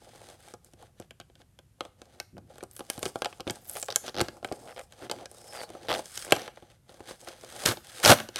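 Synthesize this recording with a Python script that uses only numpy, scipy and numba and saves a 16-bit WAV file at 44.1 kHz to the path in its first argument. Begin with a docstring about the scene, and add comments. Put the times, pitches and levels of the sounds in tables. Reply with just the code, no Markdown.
"""Fingers pry a clear plastic blister off its card, close by in a small carpeted room.
The sheet buckles in snaps: filtered noise bursts make the crack, decaying sines the ringing hollow shell.
Uneven runs of small cracks make creaks; filtered noise and random clicks make the hiss under each stroke.
Sines gliding in pitch squeak once, and near the end dense random clicks make the glued seam rip twice.
Under it all lies a quiet, low background of filtered noise."""
import sys
import numpy as np
from scipy import signal
from scipy.fft import rfft, irfft
from scipy.io import wavfile
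from scipy.ndimage import uniform_filter1d
from numba import njit

SR = 44100
rng = np.random.default_rng(int(sys.argv[2]) if len(sys.argv) > 2 else 0)


def master_out(mix):
    """Clip the mix to full scale and print it as 16-bit PCM to the path in sys.argv[1]."""
    frames = np.transpose(np.atleast_2d(mix))
    ceiling = np.clip(frames, -1, 1)
    pcm = np.round(ceiling * 32767).astype(np.int16)
    wavfile.write(sys.argv[1], SR, pcm)


N = 369999
TIME = np.arange(N) / SR
RING = np.arange(2700) / SR  # time within one short blow [s]
BLOW_SAMPLES = SR / 100  # blow levels are rms over 10 ms

# ways the hollow shell rings, before the grip retunes them:
# (frequency [Hz], relative level [dB], time to fall 60 dB [s])
SHELL_MODES = [(422, -3, 0.031), (458, -9, 0.093), (508.5, 1.5, 0.057), (573.4, 3, 0.038),
               (617, -1.5, 0.049), (696, 0, 0.058), (759, 4, 0.026), (817.6, 0, 0.06), (1033, -8, 0.055),
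               (1172, -8.5, .05), (1252, -11, 0.065), (1360, -2.5, 0.031)]
# ways the whole packet flexes, before the grip retunes them:
# (frequency [Hz], relative level [dB], time to fall 60 dB [s])
PACKET_MODES = [(58, -22.5, .09), (108, -9.5, 0.1), (136, -11.5, 0.051), (176, -13.5, 0.095),
                (232.5, -2, 0.035), (273, -7.5, 0.05), (342, 0.5, 0.056), (374, 1, 0.038)]
# spectrum of a cracking sheet: (frequency [Hz], relative level [dB])
CRACK_SPECTRUM = [(500, -24.5), (1100, 4), (1550, 8), (1900, 2), (2600, -2.5), (3300, 1), (5000, -2.5),
                  (6000, -4), (7500, -23), (12000, -48)]
# spectrum of a sharp, high tick: (frequency [Hz], relative level [dB])
TICK_SPECTRUM = [(2500, -36.5), (5000, -18.5), (6300, -2), (8500, 2), (11500, -0.5), (13500, -3),
                 (16000, -18.5)]
# a finger or the card slides over the plastic; levels are those halfway through the stroke:
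# (start [s], end [s], scrape [dB], hiss [dB], shell [dB], swell from start to end [dB])
STROKES = [(0.018, 0.346, -61, -62.5, -58, 0.5), (0.403, 0.512, -61, -61.5, -61.5, 6),
           (0.66, 0.738, -77, -72.5, -74, -15), (0.795, 0.861, -65.5, -70, -58.5, 4),
           (0.973, 1.031, -70, -76, -66, 5), (1.404, 1.416, -68, -72, -62, -10),
           (1.822, 1.868, -68, -69, -57, -1), (1.998, 2.218, -69.5, -73.5, -64, 5.5),
           (2.509, 2.638, -66, -69, -58.5, -4), (2.721, 2.867, -70.5, -67, -70, 3),
           (2.897, 3, -58.5, -58.5, -60, 0), (3.029, 3.075, -53.5, -47, -43.5, 6),
           (3.153, 3.396, -69, -63.5, -61.5, -3), (3.476, 3.57, -60, -58, -53.5, -1.5),
           (3.593, 3.786, -63, -59, -60.5, 22.5), (3.891, 3.967, -55.5, -59.5, -60.5, 6),
           (4.047, 4.062, -45, -51, -44.5, 7), (4.204, 4.263, -48.5, -65, -45, -14),
           (4.332, 4.379, -70, -65, -56, 1), (4.458, 4.7, -64.5, -60, -53.5, 3),
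           (4.691, 4.836, -70, -62, -67, 8), (4.91, 5.042, -61.5, -65, -59, 18.5),
           (5.114, 5.231, -56, -63, -46.5, -1.5), (5.307, 5.633, -61.5, -55.5, -57, 11.5),
           (5.677, 5.881, -58, -63.5, -53.5, 4.5), (5.939, 5.992, -44.5, -46.5, -36.5, -3.5),
           (6.048, 6.255, -55, -50, -59.5, 11.5), (6.324, 6.484, -47.5, -56.5, -46.5, -11),
           (6.538, 6.744, -67.5, -73, -67, -4), (6.896, 7.051, -66, -67.5, -61.5, -5),
           (7.09, 7.12, -45, -48.5, -48, -4), (7.156, 7.245, -65, -60.5, -63, 10),
           (7.283, 7.373, -54.5, -59, -54, -11.5), (7.378, 7.668, -53, -54, -53, 19),
           (7.849, 8.042, -50, -50.5, -56, 15), (8.141, 8.212, -41.5, -54, -51, -8),
           (8.348, 8.39, -45.5, -54, -54, 17)]


def undb(db):
    """Turn decibels into gain."""
    return 10 ** (np.asarray(db) / 20)


def unit(x):
    """Scale to rms 1."""
    return x / np.sqrt(np.mean(x ** 2) + 1e-18)


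def blow(x, db):
    """Scale a short sound to the energy of 10 ms at this level."""
    return x * undb(db) * np.sqrt(BLOW_SAMPLES / (np.sum(x ** 2) + 1e-18))


def gains(rows):
    """Make one gain curve for each dB column of a table, silent outside its span."""
    s, *columns = np.transpose(rows)
    inside = (TIME >= s[0]) * (TIME <= s[-1])
    return [undb(np.interp(TIME, s, column)) * inside for column in columns]


def add(out, s, x):
    """Mix x into out at time s."""
    i = max(int(s * SR), 0)
    out[i:i + len(x)] += x[:max(N - i, 0)]


def through(x, response):
    """Pass x through an impulse response."""
    return signal.oaconvolve(x, response)[:len(x)]


def colour(points, size=512):
    """Make an impulse response with the given spectrum that starts at once (minimum phase)."""
    hz, db = np.transpose(points)
    f = np.maximum(np.arange(size // 2 + 1) * SR / size, 1)
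    level_db = np.interp(np.log(f), np.log(hz), db)
    cepstrum = irfft(np.log(undb(level_db)))
    # fold the second half onto the first, so that nothing sounds before time zero
    cepstrum[1:size // 2] *= 2
    cepstrum[size // 2 + 1:] = 0
    return irfft(np.exp(rfft(cepstrum)))


def fade(t, t60):
    """Die away exponentially, by 60 dB in t60 seconds."""
    return np.exp(-np.log(1000) * t / t60)


@njit
def resonate(x, hz, q):
    """State-variable band-pass whose centre may move every sample."""
    y, band, low = np.empty(len(x)), 0., 0.
    for i in range(len(x)):
        g = np.tan(np.pi * min(hz[i] / SR, .45))
        v = (band + g * (x[i] - low)) / (1 + g * (g + 1 / q))
        band, low, y[i] = 2 * v - band, low + 2 * g * v, v / q
    return y


def facet(x, hz, q):
    """The small patch of plastic that flips lends a click its pitch."""
    return resonate(x, np.full(len(x), float(hz)), float(q))


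def soften(x, hz):
    """Soft flesh pushes slowly, so the higher modes stay quiet."""
    return unit(signal.sosfilt(signal.butter(2, hz, fs=SR, output="sos"), x))


def unsteady(spread_db, size=600):
    """Gain of a grip that tightens and eases many times a second."""
    drift = uniform_filter1d(rng.standard_normal(N), size)
    drift = uniform_filter1d(drift, size)
    return unit(undb(spread_db * unit(drift)))


def ring(modes, detune, scatter_db):
    """One blow on a set of modes; the grip retunes them and the place of the blow weights them."""
    hz, db, t60 = np.transpose(modes)[:, :, None]
    tune, weight, side = rng.standard_normal((3, len(modes), 1))
    waves = np.sin(2 * np.pi * hz * (1 + detune * tune) * RING) * fade(RING, t60)
    motion = np.sum(np.sign(side) * undb(db + scatter_db * weight) * waves / hz, axis=0)
    return np.gradient(motion)  # a small shell radiates no steady pressure


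def knock(modes, first_pass=0.36, spread_t60=0.061, rise=0.00024):
    """The first bending wave is the strongest; it arrives softly and then spreads over the shell."""
    strength = 1 + first_pass * fade(RING, spread_t60)
    onset = 1 - np.exp(-RING / rise)
    return ring(modes, detune=0.029, scatter_db=2.5) * strength * onset


def burst(front_t60, scatter_t60, scatter_db, rise=0.00072):
    """Noise with a sharp front, then bending waves that scatter about the sheet."""
    decay = fade(RING, front_t60) + undb(scatter_db) * fade(RING, scatter_t60)
    onset = 1 - np.exp(-RING / rise)
    return rng.standard_normal(len(RING)) * decay * onset


def grains(rate, spread_db):
    """Tiny slips at random moments; a positive spread makes a few much larger than the rest."""
    chance, out = rng.random(N), np.zeros(N)
    at = np.flatnonzero(chance < rate / SR)
    rarity = np.minimum(-np.log(chance[at] * SR / rate + 1e-18), 4)  # exponentially distributed
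    out[at] = undb(spread_db * rarity) * (-1.) ** at
    return unit(out)


def rumble(modes, rate, spread_db, count=3):
    """A set of modes kept ringing by slips at several places."""
    total = np.zeros(N)
    for _ in range(count):
        total += through(grains(rate, spread_db), unit(ring(modes, detune=0.017, scatter_db=-0.5)))
    return unit(total)


def room_tone(level_db=-63):
    """A quiet, mostly low background made of steady filtered noise."""
    # (frequency [Hz], relative level [dB])
    tone_spectrum = [(20, -23.5), (45, -4.5), (70, -3), (120, -2.5), (200, -13), (400, -23), (800, -30),
                     (2000, -33.5), (5000, -37), (10000, -35), (13000, -38.5), (16000, -59.5)]
    return undb(level_db) * unit(through(rng.standard_normal(N), colour(tone_spectrum, size=4096)))


def room(x, wet_db=-13, build_s=0.0008, t60_s=.38):
    """The room returns a faint, bright tail."""
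    # spectrum of the tail: (frequency [Hz], relative level [dB])
    echo_spectrum = [(60, -3.5), (200, 3.5), (600, -2), (1500, 0), (4000, -2), (9000, 0), (16000, 7)]
    t = TIME[:SR // 2]
    build_up = 1 - np.exp(-(t / build_s) ** 2)
    tail = through(rng.standard_normal(len(t)) * fade(t, t60_s) * build_up, colour(echo_spectrum))
    return x + undb(wet_db) * through(x, tail / np.sqrt(np.sum(tail ** 2)))


def bump(soft_hz=150):
    """A hand bumps the card softly, which moves only the lowest modes of the packet."""
    # (time [s], level [dB])
    bump_curve = [(2.33, -54), (2.352, -46.5), (2.39, -44.5), (2.42, -57), (2.5, -58)]
    return gains(bump_curve)[0] * soften(rumble(PACKET_MODES, rate=240, spread_db=-2), soft_hz)


def stroke_gains(press_db_per_s=478.5, lift_db_per_s=423):
    """Scrape, hiss and shell gains: each stroke takes hold, swells or eases steadily, and lets go."""
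    out = np.zeros((3, N))
    for start, end, scrape, hiss, shell, swell in STROKES:
        near = slice(max(int((start - .1) * SR), 0), int((end + .1) * SR))
        t = TIME[near]
        shape = swell * (np.interp(t, [start, end], [0, 1]) - .5)
        shape -= press_db_per_s * np.maximum(start - t, 0)
        shape -= lift_db_per_s * np.maximum(t - end, 0)
        stroke = undb(np.array([[scrape], [hiss], [shell]]) + shape)
        out[:, near] = np.hypot(out[:, near], stroke)  # overlapping strokes add their power
    return out


def rubbing(flex_db=-7.0, grip_hz=570, grip_q=1.9):
    """Sliding contact: fine friction with coarser catches in it, heard from the sheet and from the shell."""
    # (frequency [Hz], relative level [dB])
    scrape_spectrum = [(700, -16), (1200, 3), (1550, 6), (1950, 2.5), (2700, -0.5), (3250, 4), (3900, 1.5),
                       (5000, -5), (6000, 3.5), (8000, -31)]
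    # (frequency [Hz], relative level [dB])
    hiss_spectrum = [(3000, -42), (5200, 3), (6200, -3), (7100, -4.5), (8500, 1.5), (10000, -3),
                     (12300, -10), (13300, -15.5), (16000, -21.5)]
    scrape, hiss, shell = stroke_gains()
    catches = grains(rate=640, spread_db=3.0)
    friction = unit(catches + rng.standard_normal(N)) * unsteady(spread_db=2.0)
    sheet = scrape * unit(through(friction, colour(scrape_spectrum)))
    skin = hiss * unit(through(friction, colour(hiss_spectrum)))
    # the grip favours the middle modes of the shell
    hollow = unit(facet(rumble(SHELL_MODES, rate=55, spread_db=2.0), grip_hz, grip_q))
    flex = undb(flex_db) * rumble(PACKET_MODES, rate=90, spread_db=3)
    return sheet + skin + shell * (hollow + flex)


def squeak(waver=0.01417, strand_ratio=.9, strand_db=-11):
    """Very fast stick-slip whose pitch follows the speed of the fingertip; a second patch of skin sings lower."""
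    # one curve per slide of the fingertips: (time [s], pitch before the waver [Hz], level [dB])
    slides = [
        [(5.36, 3720, -64), (5.385, 3817, -66), (5.4, 3830, -74)],
        [(5.39, 5175, -71), (5.45, 5330, -66), (5.51, 5196, -53), (5.55, 5430, -64)],
        [(5.54, 4900, -60), (5.58, 4770, -51), (5.61, 4524, -48), (5.635, 4434, -54), (5.67, 4430, -62)],
    ]
    out = np.zeros(N)
    wobble = 1 + waver * unit(uniform_filter1d(rng.standard_normal(N), size=60))
    for slide in slides:
        s, hz, db = np.transpose(slide)
        phase = 2 * np.pi * np.cumsum(np.interp(TIME, s, hz) * wobble) / SR
        upper = np.sin(phase) * unsteady(spread_db=2.0, size=350)
        lower = undb(strand_db) * np.sin(strand_ratio * phase) * unsteady(spread_db=6.0, size=350)
        out += gains(np.transpose([s, db]))[0] * unit(upper + lower)
    return out


def creaks(jitter=.08, scatter_db=1.5, slip_q=1.7, lag_s=0.00047, slip_tick_db=-15.5):
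    """A finger sticks and slips in uneven runs, each slip a small crack and a dull knock on the shell."""
    # levels are those of a typical slip halfway through the run; the crack has a tick added:
    # (start [s], end [s], slips per second [1/s], crack [dB], swell from start to end [dB],
    #  facet pitch [Hz], shell [dB], thud [dB])
    creak_runs = [(3.761, 3.779, 120, -49.5, -8, 2380, -45, -60),
                  (3.9025, 3.924, 100, -40.5, -5.5, 4930, -46, -60),
                  (4.0798, 4.094, 150, -42.5, -3, 4150, -44, -48),
                  (4.1444, 4.205, 100, -39, 16, 4170, -36.5, -39),
                  (4.676, 4.725, 123, -55, 0, 2300, -50.5, -70),
                  (4.763, 4.818, 123, -53, -4, 2258, -47.5, -65),
                  (5.016, 5.068, 158, -56.5, 1, 2360, -50.5, -49.5),
                  (5.525, 5.616, 125, -50, 5.5, 2277, -45.5, -71),
                  (5.884, 5.92, 155, -34, 3, 3000, -31, -43.5),
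                  (5.927, 5.962, 92, -37, -8, 3095, -35.5, -53),
                  (6.265, 6.304, 87, -53, -4, 2303, -47, -52)]
    out, crack_colour, tick_colour = np.zeros(N), colour(CRACK_SPECTRUM), colour(TICK_SPECTRUM)
    for start, end, rate, crack, swell, hz, shell, thud in creak_runs:
        draws = rng.standard_normal(size=(20, 2))
        for s, (late, size) in zip(np.arange(start, end, 1 / rate), draws):
            gain = undb(swell * ((s - start) / (end - start) - .5) + scatter_db * size)
            slip = burst(front_t60=0.0015, scatter_t60=0.011, scatter_db=-10)
            sheet = blow(facet(through(slip, crack_colour), hz, slip_q), crack)
            tick = blow(through(slip, tick_colour), crack + slip_tick_db)
            body = blow(knock(SHELL_MODES), shell) + blow(knock(PACKET_MODES), thud)
            at = s + jitter * late / rate
            add(out, at, gain * (sheet + tick))
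            add(out, at + lag_s, gain * body)
    return out


def creases(q=3.8):
    """A run of minute buckles along the rim, falling in pitch as the crease lengthens."""
    # one curve per run, its pitch set by the free length of plastic: (time [s], pitch [Hz], level [dB])
    crease_runs = [
        [(2.71, 13900, -65), (2.77, 11000, -57), (2.81, 10000, -59)],
        [(3.6, 12700, -71.5), (3.71, 11700, -46.5), (3.76, 11000, -42), (3.82, 7930, -44.5), (3.87, 7150, -47)],
    ]
    out = np.zeros(N)
    for run in crease_runs:
        s, hz, db = np.transpose(run)
        crinkle = resonate(grains(rate=1500, spread_db=6.0), np.interp(TIME, s, hz), float(q))
        out += gains(np.transpose([s, db]))[0] * unit(crinkle)
    return out


def rips(fibre_db=1.0, hiss_db=-4.0, shell_db=-4.5, thud_db=-3.0, heave_hz=170):
    """Card fibres break by the thousand as the seam lets go, and the whole packet heaves."""
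    # one curve per pull, before the offsets above: (time [s], fibre [dB], shell [dB], thud [dB])
    pulls = [
        [(7.655, -23, -45, -37), (7.66, -32, -32, -22.5), (7.675, -27, -30, -32), (7.7, -33.5, -37, -30),
         (7.722, -35.5, -31.5, -41), (7.745, -51, -43, -59)],
        [(8.03, -32, -41, -52), (8.045, -25.5, -39, -44), (8.07, -22.5, -27, -25), (8.087, -20.5, -27, -37),
         (8.1, -15, -25, -18), (8.122, -24.5, -8.5, -18), (8.135, -26.5, -22, -24), (8.155, -47, -33, -56)],
    ]
    fibre, shell, thud = np.sum([gains(pull) for pull in pulls], axis=0)
    breaks = grains(rate=5000, spread_db=3.0)
    tear = undb(fibre_db) * unit(through(breaks, colour(CRACK_SPECTRUM)))
    tear += undb(hiss_db) * unit(through(breaks, colour(TICK_SPECTRUM)))
    body = undb(shell_db) * shell * rumble(SHELL_MODES, rate=430, spread_db=3.0)
    flex = soften(rumble(PACKET_MODES, rate=460, spread_db=2.5), heave_hz)
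    return fibre * tear + body + undb(thud_db) * thud * flex


def crinkles(count=10, per_s=18, level_db=1, spread_db=4.5, centre_hz=4800, octaves=0.86, thud_db=-5.5):
    """Small buckles at random moments of each stroke, as strong as the stroke is just then; rows for snaps()."""
    # level_db is above the stroke, thud_db relative to the shell; count is the most in one stroke
    rows = []
    for start, end, scrape, hiss, shell, swell in STROKES:
        waits, draws = rng.uniform(size=count), rng.uniform(-1.3, 1, (count, 3))
        moments = start + (np.arange(count) + waits) / per_s
        for s, (size, hollow, pitch) in zip(moments, draws):
            if s < end:
                db = level_db + spread_db * size + swell * ((s - start) / (end - start) - .5)
                body = shell + db + spread_db * hollow
                hz = centre_hz * 2 ** (octaves * pitch)
                rows.append((s, scrape + db, hz, hiss + db, body, body + thud_db))
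    return rows


def snaps(rows, thud_db=-0.5, crack_q=1.84, tick_q=2.0, wall_db=-5.5, lag_s=0.00049):
    """Each buckle cracks, rings the walls, and reaches the shell a moment later."""
    # flat walls of the blister, before retuning:
    # (frequency [Hz], relative level [dB], time to fall 60 dB [s])
    wall_modes = [(1514, -1, 0.055), (1592, -8, 0.12), (1587, 4, 0.067), (2227, 6, 0.037), (2508, 4, 0.039),
                  (2920, 7, 0.025), (3130, 3.5, 0.05), (3330, -17, 0.0083)]
    out, crack_colour, tick_colour = np.zeros(N), colour(CRACK_SPECTRUM), colour(TICK_SPECTRUM)
    for s, crack, hz, tick, shell, thud in rows:
        crack_noise = burst(front_t60=0.0039, scatter_t60=0.024, scatter_db=-18.0)
        sheet = facet(through(crack_noise, crack_colour), hz, crack_q)
        tick_noise = burst(front_t60=0.0039, scatter_t60=0.022, scatter_db=-22.5)
        edge = facet(through(tick_noise, tick_colour), hz, tick_q)
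        walls = undb(wall_db) * unit(knock(wall_modes))
        add(out, s, blow(unit(sheet) + walls, crack) + blow(edge, tick))
        body = blow(knock(SHELL_MODES), shell) + blow(knock(PACKET_MODES), thud + thud_db)
        add(out, s + lag_s, body)
    return out


def scene():
    """The packet in the room, over a quiet low background."""
    # the sheet buckles; the crack includes the walls, the thud is before its offset in snaps():
    # (time [s], crack [dB], facet pitch [Hz], tick [dB], shell [dB], thud [dB])
    buckles = [(0.477, -63, 8900, -69, -53, -64), (0.538, -53, 5900, -54, -44.5, -46.5),
               (0.646, -71, 9700, -56, -67, -67), (0.735, -61, 8300, -63, -58, -53.5),
               (0.825, -62, 4100, -61, -51.5, -56), (0.999, -55, 8100, -52.5, -43.5, -41.5),
               (1.023, -59, 2900, -73, -60, -70), (1.108, -48, 2900, -58, -53, -56),
               (1.2, -47.5, 3500, -53, -48.5, -51), (1.212, -52.5, 2900, -73, -60, -73),
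               (1.299, -68, 2700, -85, -62.5, -60), (1.354, -58.5, 3800, -68, -70, -64),
               (1.417, -59.5, 2950, -72, -61, -63), (1.589, -54.5, 3500, -61.5, -54, -57.5),
               (1.807, -36.5, 3220, -51, -32, -42.5), (1.851, -52, 2770, -59, -47.5, -54),
               (2.017, -52.5, 6000, -57, -52, -52.5), (2.2, -35.5, 4860, -43, -42.5, -50),
               (2.368, -61.5, 2310, -75, -49.5, -70), (2.38, -59, 5500, -64, -46, -67),
               (2.582, -57, 2700, -56, -51, -67), (2.607, -50.5, 1900, -70, -58, -73),
               (2.628, -57, 5500, -56, -43, -38), (2.636, -53, 7800, -47.5, -44.5, -44),
               (2.712, -64, 9100, -53, -75, -73), (2.765, -52, 9600, -46, -61, -66),
               (2.793, -48, 9200, -48, -46, -44), (2.806, -48, 3180, -64, -38.5, -41),
               (2.9, -33, 10200, -31.5, -36.5, -45), (2.978, -49.5, 7500, -50, -42.5, -38),
               (2.992, -54, 11800, -45, -70, -66), (3.029, -36.5, 3800, -36.5, -33, -47),
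               (3.055, -36.5, 3870, -39.5, -36.5, -39), (3.061, -37, 2700, -45, -39, -34.5),
               (3.157, -45, 3780, -51, -30.5, -40), (3.22, -34, 3400, -43, -28.5, -45),
               (3.246, -34, 3650, -40, -35, -41), (3.257, -34, 3500, -46, -28.5, -46),
               (3.327, -48.5, 2400, -67, -50.5, -54), (3.398, -54, 3300, -69, -40.5, -48),
               (3.405, -42, 4640, -50, -43, -42.5), (3.469, -49, 3200, -68, -42, -32),
               (3.476, -37.5, 3300, -53, -34.5, -37), (3.498, -33.5, 4900, -44, -38.5, -32.5),
               (3.507, -43, 8550, -38, -43, -43), (3.696, -53, 11000, -36, -56, -68),
               (3.768, -43.5, 9600, -45, -38.5, -62), (3.827, -39, 7100, -33.5, -40.5, -54),
               (3.884, -39.5, 3130, -52, -32, -56), (3.959, -28.5, 7040, -20, -36, -50),
               (4.2124, -29, 4800, -31, -29, -24.5), (4.284, -40, 3700, -53, -41, -40),
               (4.428, -58, 3996, -69, -41, -48), (4.446, -34.5, 2750, -46, -33, -40),
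               (4.487, -55, 3770, -80, -50, -61), (4.515, -57, 2470, -69, -34, -33),
               (4.5234, -43.5, 5600, -48.5, -41, -37), (4.793, -47, 2300, -50.5, -44, -59),
               (4.923, -53.5, 3318, -56, -60, -70), (5.097, -39, 4400, -52, -38, -41),
               (5.113, -33, 4930, -36.5, -31.5, -44), (5.257, -44, 5840, -50, -47, -58),
               (5.314, -60, 8400, -50.5, -53, -59), (5.633, -47, 2470, -52, -39, -59),
               (5.702, -58, 6100, -55, -45.5, -42.5), (5.75, -66, 2705, -68, -41.5, -46.5),
               (6.057, -49, 5487, -48.5, -65, -63), (6.175, -37, 5790, -36.5, -49.5, -51.5),
               (6.224, -44.5, 5860, -51.5, -57, -63.5), (6.308, -41, 8000, -42, -42, -44.5),
               (6.322, -16, 2740, -24.5, -16.5, -21.5), (6.478, -43, 2567, -57, -40, -52),
               (6.572, -55, 2300, -70, -46.5, -58), (6.624, -62.5, 3130, -70.5, -52.5, -47.5),
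               (6.893, -57, 3930, -71, -52, -60), (7.005, -59, 2930, -66, -47.5, -41.5),
               (7.11, -48, 5300, -61, -42, -47), (7.247, -59, 9440, -56, -72, -73),
               (7.273, -47.5, 2400, -60, -41.5, -65), (7.436, -62, 2800, -66, -43.5, -55),
               (7.658, -27.5, 7120, -37, -54, -33.5), (7.66, -23.5, 5000, -24, -32, -33),
               (7.688, -32, 4230, -36, -35, -34), (7.712, -35.5, 3700, -50, -31.5, -39),
               (7.771, -46, 4180, -64, -44, -46), (8.042, -29, 3490, -40, -29, -29.5),
               (8.049, -17.5, 5100, -31, -25, -32), (8.059, -17, 4700, -25, -17, -36),
               (8.077, -20, 4080, -24, -21, -32), (8.095, -26, 3590, -29, -14, -16),
               (8.105, -21, 2700, -30, -16, -23), (8.116, -16.5, 2680, -24, -34, -16.5),
               (8.122, -20, 3100, -34, -19, -26), (8.201, -36, 2480, -44.5, -39, -41),
               (8.288, -44.5, 5190, -51, -45, -41.5), (8.359, -32.5, 4770, -38, -44, -44)]
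    background = room_tone()
    sliding = rubbing() + squeak() + bump()
    breaking = rips() + creases() + snaps(list(buckles) + crinkles()) + creaks()
    return (room(sliding + breaking) + background)[None]


def record(dry, low_cut_hz=36, top_hz=15900):
    """The recorder thins the deepest bass, clips at full scale and cuts the top."""
    thinned = signal.sosfilt(signal.butter(2, low_cut_hz, "high", fs=SR, output="sos"), dry)
    clipped = np.clip(thinned, -1, 1)
    return signal.sosfilt(signal.ellip(8, .2, 80, top_hz, fs=SR, output="sos"), clipped)


dry = scene()
out = record(dry)
master_out(out)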